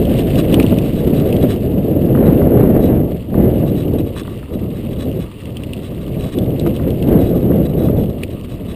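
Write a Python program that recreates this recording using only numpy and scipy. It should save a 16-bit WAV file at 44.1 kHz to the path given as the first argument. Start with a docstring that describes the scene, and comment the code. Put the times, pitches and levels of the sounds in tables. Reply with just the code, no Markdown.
"""Wind buffeting a housing is heard first, over tyres that crunch gravel: a mountain bike runs down a trail of
dirt, grass and loose stones, heard from a camera worn on the rider's chest. Wind and dust are shaped noise;
crunch, rattle and the rasp of the shaken mount are tiny impacts through resonances; bumps and stones are struck
modes. The recorder holds each sample, which mirrors the sound into a thin treble fizz."""
import sys
import numpy as np
from scipy import signal
from scipy.fft import rfft, irfft
from scipy.io import wavfile
from scipy.ndimage import uniform_filter1d

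SR = 44100
rng = np.random.default_rng(int(sys.argv[2]) if len(sys.argv) > 2 else 0)


def master(y):
    """Save y as 16-bit WAV."""
    cut = np.clip(np.atleast_2d(y).T, -1, 1)
    pcm = np.round(cut * 32767)  # scale
    wavfile.write(sys.argv[1], SR, pcm.astype(np.int16))


N = 385963  # samples


def undb(db):
    """Logarithmic level: decibels to amplitude gain."""
    return 10 ** (np.asarray(db) / 20)


def unit(x):
    """Normalisation: scale to rms 1."""
    return x / np.sqrt(np.mean(x ** 2))


def curves(table):
    """Linear interpolation: the columns of a table, one value a sample."""
    s, *columns = np.transpose(table)
    return [np.interp(np.arange(N) / SR, s, column) for column in columns]


def colour(x, points):
    """Spectral shaping: weight x by (Hz, dB) points joined over log frequency, at rms 1."""
    hz, db = np.transpose(points)
    f = np.maximum(np.fft.rfftfreq(N, 1 / SR), 1)
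    gain = undb(np.interp(np.log(f), np.log(hz), db))
    return unit(irfft(rfft(x) * gain, N))


def resonate(x, modes):
    """Parallel resonance: (Hz, width Hz of one pass, dB), each passed forwards and backwards, at rms 1."""
    total = 0
    for hz, width, db in modes:
        peak = signal.iirpeak(hz, hz / width, fs=SR)
        total = total + undb(db) * signal.filtfilt(*peak, x)
    return unit(total)


def walk(rate_hz):
    """Low-passed noise: a smooth random wander of rms 1, mostly slower than rate_hz."""
    f = np.fft.rfftfreq(N, 1 / SR)
    return unit(irfft(rfft(rng.standard_normal(N)) * np.exp(-(f / rate_hz) ** 2), N))


def grains(rate, spread_db):
    """Shot noise: about rate impulses a second, sizes spread exponentially in dB, at rms 1."""
    chance, sign = rng.random(N), rng.choice([-1, 1], N)
    size = undb(spread_db * np.minimum(rng.exponential(size=N), 3))
    return unit((chance < rate / SR) * sign * size)


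def ring(t, hz, t60, contact_s=0.00047):
    """Damped oscillation: a struck mode builds up during contact and decays, slightly detuned at every blow."""
    detuned_hz = hz * (1 + 0.033 * rng.standard_normal())
    swing = np.sin(2 * np.pi * (detuned_hz * t + rng.random()))
    onset = 1 - np.exp(-(t / contact_s) ** 2)
    return swing * onset * np.exp(-np.log(1000) * t / t60)


def add(out, s, sound):
    """Superposition: mix a sound in at time s."""
    i = max(int(s * SR), 0)
    out[i:i + len(sound)] += sound[:max(N - i, 0)]


def stream(points):
    """Turbulence: pressure noise that churns fast, while its power over a tenth of a second is steady."""
    air = colour(rng.standard_normal(N), points)
    return air / np.sqrt(uniform_filter1d(air ** 2, size=4400))


# strength of the air stream on the housing: start_s [s], level_db [dB, before gusts and layer gains]
WIND_STRENGTH = [(0.0, -10), (0.22, -15), (0.56, -9.5), (0.92, -15.5), (1.0, -11.5), (1.83, -14.5),
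                 (2.22, -9), (3.0, -9), (3.24, -27.5), (3.38, -11), (4.02, -16), (4.19, -25), (4.43, -27),
                 (4.48, -31), (4.53, -19), (4.77, -22), (5.17, -19.5), (5.36, -35.5), (5.48, -23),
                 (5.95, -25.5), (6.26, -19), (6.31, -27), (6.38, -13.5), (6.58, -17.5), (6.68, -8.5),
                 (6.77, -19), (6.85, -12.5), (6.97, -19), (7.14, -6.5), (7.29, -15), (7.99, -10),
                 (8.07, -19.5), (8.51, -26), (8.75, -22.5)]
# slow, large eddies: frequency_hz [Hz], level_db [dB per Hz, relative]
RUMBLE_SPECTRUM = [(15, -11), (30, -5.5), (65, 3), (120, 4), (200, -2), (400, -17.5), (800, -46),
                   (3000, -100)]
# mid-sized eddies that buffet: frequency_hz [Hz], level_db [dB per Hz, relative]
BUFFET_SPECTRUM = [(15, -35), (30, -31), (65, -14.5), (140, -1.5), (220, -1), (300, -2), (450, -7),
                   (580, -10.5), (720, -20), (900, -33.5), (1300, -61.5), (4500, -83)]
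# small eddies: frequency_hz [Hz], level_db [dB per Hz, relative]
EDDY_SPECTRUM = [(200, -0.5), (550, -3.5), (900, -9.5), (1300, -14.5), (1900, -17.5), (3000, -27),
                 (4200, -35.5), (5800, -58.5)]
GUST_DB, GUST_RATE_HZ = 1.11, 6.4  # quick random gusts on top of the strength


def wind(wind_db, strong_db=-10, rumble_db=-6.0, rumble_growth=0.73, buffet_db=-1.0, buffet_growth=1.136,
         flutter_db=1.5, eddy_db=-22, eddy_growth=2.2, eddy_flutter_db=1.5):
    """Flow noise: a slow stream mostly rumbles; a faster one sheds smaller eddies, so it grows brighter."""
    excess_db, churn = wind_db - strong_db, walk(41)
    rumble = stream(RUMBLE_SPECTRUM) * undb(rumble_db + rumble_growth * excess_db)
    buffet = stream(BUFFET_SPECTRUM) * undb(buffet_db + buffet_growth * excess_db + flutter_db * churn)
    eddies = stream(EDDY_SPECTRUM) * undb(eddy_db + eddy_growth * excess_db + eddy_flutter_db * churn)
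    return (rumble + buffet + eddies) * undb(strong_db)


def jiggle(level_db=-53.0, ring_hz=1180, width_hz=200, low_hz=960, low_db=-4, shake_db=5, shake_rate_hz=12):
    """Resonance: random taps excite two modes of the housing, a faint, hollow, continual rattle."""
    taps = grains(rate=400, spread_db=1.0) * undb(shake_db * np.tanh(walk(shake_rate_hz)))
    return resonate(taps, [(ring_hz, width_hz, 0), (low_hz, width_hz, low_db)]) * undb(level_db)


# gravel under the tyres: start_s [s], level_db [dB, before the crunch and dust gains]
GRAVEL_LEVEL = [(0.0, -42), (0.61, -38.5), (0.78, -43), (1.41, -42), (1.73, -47.5), (2.46, -46.5),
                (3.19, -51), (3.43, -48.5), (5.21, -49.5), (6.43, -48), (7.24, -46.5), (7.43, -50),
                (8.33, -50.5), (8.75, -49.5)]
# colour of crunch and dust: frequency_hz [Hz], level_db [dB per Hz, relative]
GRAVEL_SPECTRUM = [(300, -44), (900, 0.5), (1500, -9), (2000, -3), (2400, -4.5), (2800, 2.5), (3150, -3),
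                   (3600, -5.5), (4200, -11), (4700, -12), (5300, -19.5), (6000, -18)]


def gravel(gravel_db, crunch_db=1.0, dust_db=-2, patchy_db=3.0, ring_width_hz=520, size_db=0.7):
    """Granular impact: tyre knobs crush pebbles in clusters, each size at its own pitch, over hissing fine dirt."""
    cluster = undb(patchy_db * 2 * np.tanh(walk(40) / 2))
    ticking = 0
    for hz in np.linspace(1000, 5400, 9):  # one pitch per pebble size
        ticks = grains(rate=120, spread_db=size_db)
        ticking = ticking + signal.lfilter(*signal.iirpeak(hz, hz / ring_width_hz, fs=SR), ticks)
    dust = colour(rng.standard_normal(N) * np.sqrt(cluster), GRAVEL_SPECTRUM)
    crunch = colour(ticking * cluster, GRAVEL_SPECTRUM)
    return (undb(crunch_db) * crunch + undb(dust_db) * dust) * undb(gravel_db)


GRASS_FROM_S, GRASS_TO_S = 1.6, 3.6  # a smooth stretch without random pebbles or light jolts


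def stony_moments(rate, uneven, count=120):
    """Random point process: uneven moments on stony ground, rows (s, gravel dB, two numbers of spread 1)."""
    chance = rng.standard_normal((count, 3))
    gaps = np.exp(uneven * chance[:, 0] - uneven ** 2 / 2)  # mean 1
    s = np.cumsum(gaps) / rate
    stony = (s < GRASS_FROM_S) | ((s > GRASS_TO_S) & (s < N / SR))
    gravel_db = np.interp(s, *np.transpose(GRAVEL_LEVEL))
    return np.column_stack([s, gravel_db, chance[:, 1:]])[stony]


# lighter jolts: mean rate, typical length, level relative to the gravel table
SHAKES_PER_S, SHAKE_S, SHAKE_DB = 5, 0.032, -3


def shakes(scatter_db=1.0, length_scatter=0.28):
    """Random excitation: light jolts, stronger where the gravel is louder, rows (s, length s, level dB)."""
    return [(s, SHAKE_S * np.exp(length_scatter * length), gravel_db + SHAKE_DB + scatter_db * size)
            for s, gravel_db, size, length in stony_moments(SHAKES_PER_S, uneven=.45)]


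# hardest jolts of the camera mount: start_s [s], length_s [s], level_db [dB, before the slip gain]
HARD_JOLTS = [(0.167, 0.057, -44), (0.38, 0.035, -41.5), (1.195, 0.015, -41.5), (1.48, 0.07, -45),
              (2.258, 0.023, -47.5), (2.814, 0.069, -45), (3.662, 0.047, -51), (3.762, 0.054, -49),
              (3.982, 0.032, -46.5), (4.162, 0.054, -39.5), (4.987, 0.047, -44), (5.196, 0.052, -47),
              (6.188, 0.11, -46), (6.321, 0.031, -44.5), (6.663, 0.015, -39), (7.215, 0.074, -49),
              (7.349, 0.034, -48.5), (7.649, 0.021, -47.5), (7.78, 0.078, -49), (8.68, 0.061, -49)]
# resonances of housing and mount: frequency_hz [Hz], width_hz [Hz, one filter pass], level_db [dB, relative]
HOUSING_MODES = [(1134, 155, 5.5), (1750, 920, -3), (2550, 160, -2), (2940, 230, -3), (3430, 200, 2.5),
                 (3880, 145, 5.5), (5340, 2400, -13.5)]


def rasp(slip_db=6.0, jerk_db=3, edge=3.7):
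    """Stick-slip friction: at each jolt the mount slides in a run of tiny slips that ring the housing."""
    t = np.arange(N) / SR
    sliding = 0
    for s, length, db in HARD_JOLTS + shakes():
        place = 2 * (t - s) / length - 1  # -1 at the start, 1 at the end
        sliding = sliding + undb(db) / (1 + np.abs(place) ** (2 * edge))
    slips = grains(rate=1500, spread_db=-4.5) * undb(jerk_db * np.tanh(walk(110)))
    return resonate(slips, HOUSING_MODES) * sliding * undb(slip_db)


# bumps that knock the frame: start_s [s], level_db [dB, before the knock gain and modes]
FRAME_BUMPS = [(0.542, -21.5), (0.5998, -22), (2.1503, -21), (2.173, -22.5), (2.416, -19), (3.3422, -24),
               (4.163, -27), (4.2503, -33), (4.277, -27), (4.428, -32), (6.6628, -22.5), (6.796, -26),
               (7.5175, -25), (7.885, -27)]
# modes of a knock: frequency_hz [Hz, before detuning], t60_s [s], level_db [dB, relative]
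KNOCK_MODES = [(290, 0.016, 15.5), (560, 0.024, -2), (964, 0.025, 4.5), (1176, 0.039, 1),
               (1474, 0.0089, 9.5), (1920, 0.022, -1.5)]


def bumps(knock_db=3, contact_s=0.0012):
    """Modal impact: a wheel meets a rock or rut and the bike gives a dull knock, softened by the tyre."""
    out, t = np.zeros(N), np.arange(SR // 10) / SR
    for s, db in FRAME_BUMPS:
        knock = sum(undb(mode_db) * ring(t, hz, t60, contact_s) for hz, t60, mode_db in KNOCK_MODES)
        add(out, s, undb(db + knock_db) * knock / 2)
    return out


# pebbles flung up by the tyres: mean rate, level relative to the gravel table, typical ring pitch
PEBBLES_PER_S, PEBBLE_DB, PEBBLE_HZ = 8.7, 14.5, 2920


def pebbles(scatter_db=4.0, pitch_scatter=0.074):
    """Random impact: pebbles hit harder where the gravel is louder, rows (s, level dB, ring Hz)."""
    return [(s, gravel_db + PEBBLE_DB + scatter_db * size, PEBBLE_HZ * np.exp(pitch_scatter * pitch))
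            for s, gravel_db, size, pitch in stony_moments(PEBBLES_PER_S, uneven=0.98)]


# biggest stones that strike the bike: start_s [s], level_db [dB, before the strike gain],
# pitch_hz [Hz, before mode ratio and detuning]
BIG_STONES = [(0.187, -24.5, 2790), (0.5425, -8.5, 2980), (0.599, -11, 2420), (0.628, -13.5, 2960),
              (0.6644, -20, 3020), (0.7861, -16, 2790), (1.3264, -20, 2820), (1.3658, -21.5, 3150),
              (5.5694, -20, 3250), (5.6358, -26.5, 2760), (5.734, -21, 2760), (6.3859, -21, 3380),
              (6.597, -20.5, 4040), (6.764, -24, 2820), (7.0254, -20.5, 2720), (8.2342, -14, 2520)]
# modes of a strike: pitch_ratio [multiple of the ring pitch], t60_s [s], level_db [dB, relative]
STRIKE_MODES = [(.82, 0.016, -16), (.91, .007, -35), (1, 0.0058, 10), (1.12, 0.0034, -3.5),
                (1.36, 0.0074, -13.5), (1.9, 0.012, -14)]
# sharp crack of a stone: frequency_hz [Hz], level_db [dB per Hz, relative]
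CRACK_SPECTRUM = [(900, -40), (1800, -11), (2800, 14), (4000, 4), (5000, -0.5), (6500, -16)]


def stones(strike_db=1, chatter_db=-19, chatter_s=0.0083, graze_s=0.0042, crack_db=-12, crack_s=0.0033,
           lag_s=.0003):
    """Impact and friction: each stone grazes the bike, cracks with a dead click, and chatters as it skids off."""
    out, t = np.zeros(N), np.arange(SR // 20) / SR
    around = t - t.mean()  # time from the moment of contact
    cracks = colour(rng.standard_normal(N), CRACK_SPECTRUM)
    for k, (s, db, hz) in enumerate(BIG_STONES + pebbles()):
        click = sum(undb(mode_db) * ring(t, hz * ratio, t60) for ratio, t60, mode_db in STRIKE_MODES)
        click = click / np.abs(click).max()
        rough = cracks[k * len(t):(k + 1) * len(t)]
        rubbing = signal.fftconvolve(rng.standard_normal(len(t)), click)[:len(t)]
        skid = unit(unit(rubbing) + rough / 2)
        skid = skid * np.exp(-np.maximum(around / chatter_s, -around / graze_s))
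        strike = click + undb(crack_db) * rough * np.exp(-t / crack_s)
        add(out, s + lag_s, undb(db + strike_db) * strike)
        add(out, s + lag_s - t.mean(), undb(db + strike_db + chatter_db) * skid)
    return out


def scene():
    """Superposition in open air: wind, tyres and rattles add at one microphone."""
    wind_db = curves(WIND_STRENGTH)[0] + GUST_DB * walk(GUST_RATE_HZ)
    gravel_db, = curves(GRAVEL_LEVEL)
    return (wind(wind_db) + gravel(gravel_db) + rasp() + jiggle() + bumps() + stones())[None]


HOLD_HZ, TOP_HZ = 12000, 15150  # rate of the held samples, upper limit of the treble


def record(dry):
    """Sample-and-hold imaging: peaks are rounded, then held slow samples mirror the sound into the treble."""
    rounded = dry / (1 + dry ** 8) ** (1 / 8)
    # the gentle filter also lets some treble fold down
    slow = signal.resample_poly(rounded, HOLD_HZ, SR, axis=1, window=("kaiser", 3))
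    stairs = np.repeat(slow, 4, axis=1)
    held = signal.resample_poly(stairs, SR, 4 * HOLD_HZ, axis=1)[:, :N]
    return signal.sosfilt(signal.ellip(8, .2, 70, TOP_HZ, fs=SR, output="sos"), held)


dry = scene()
out = record(dry)
master(out)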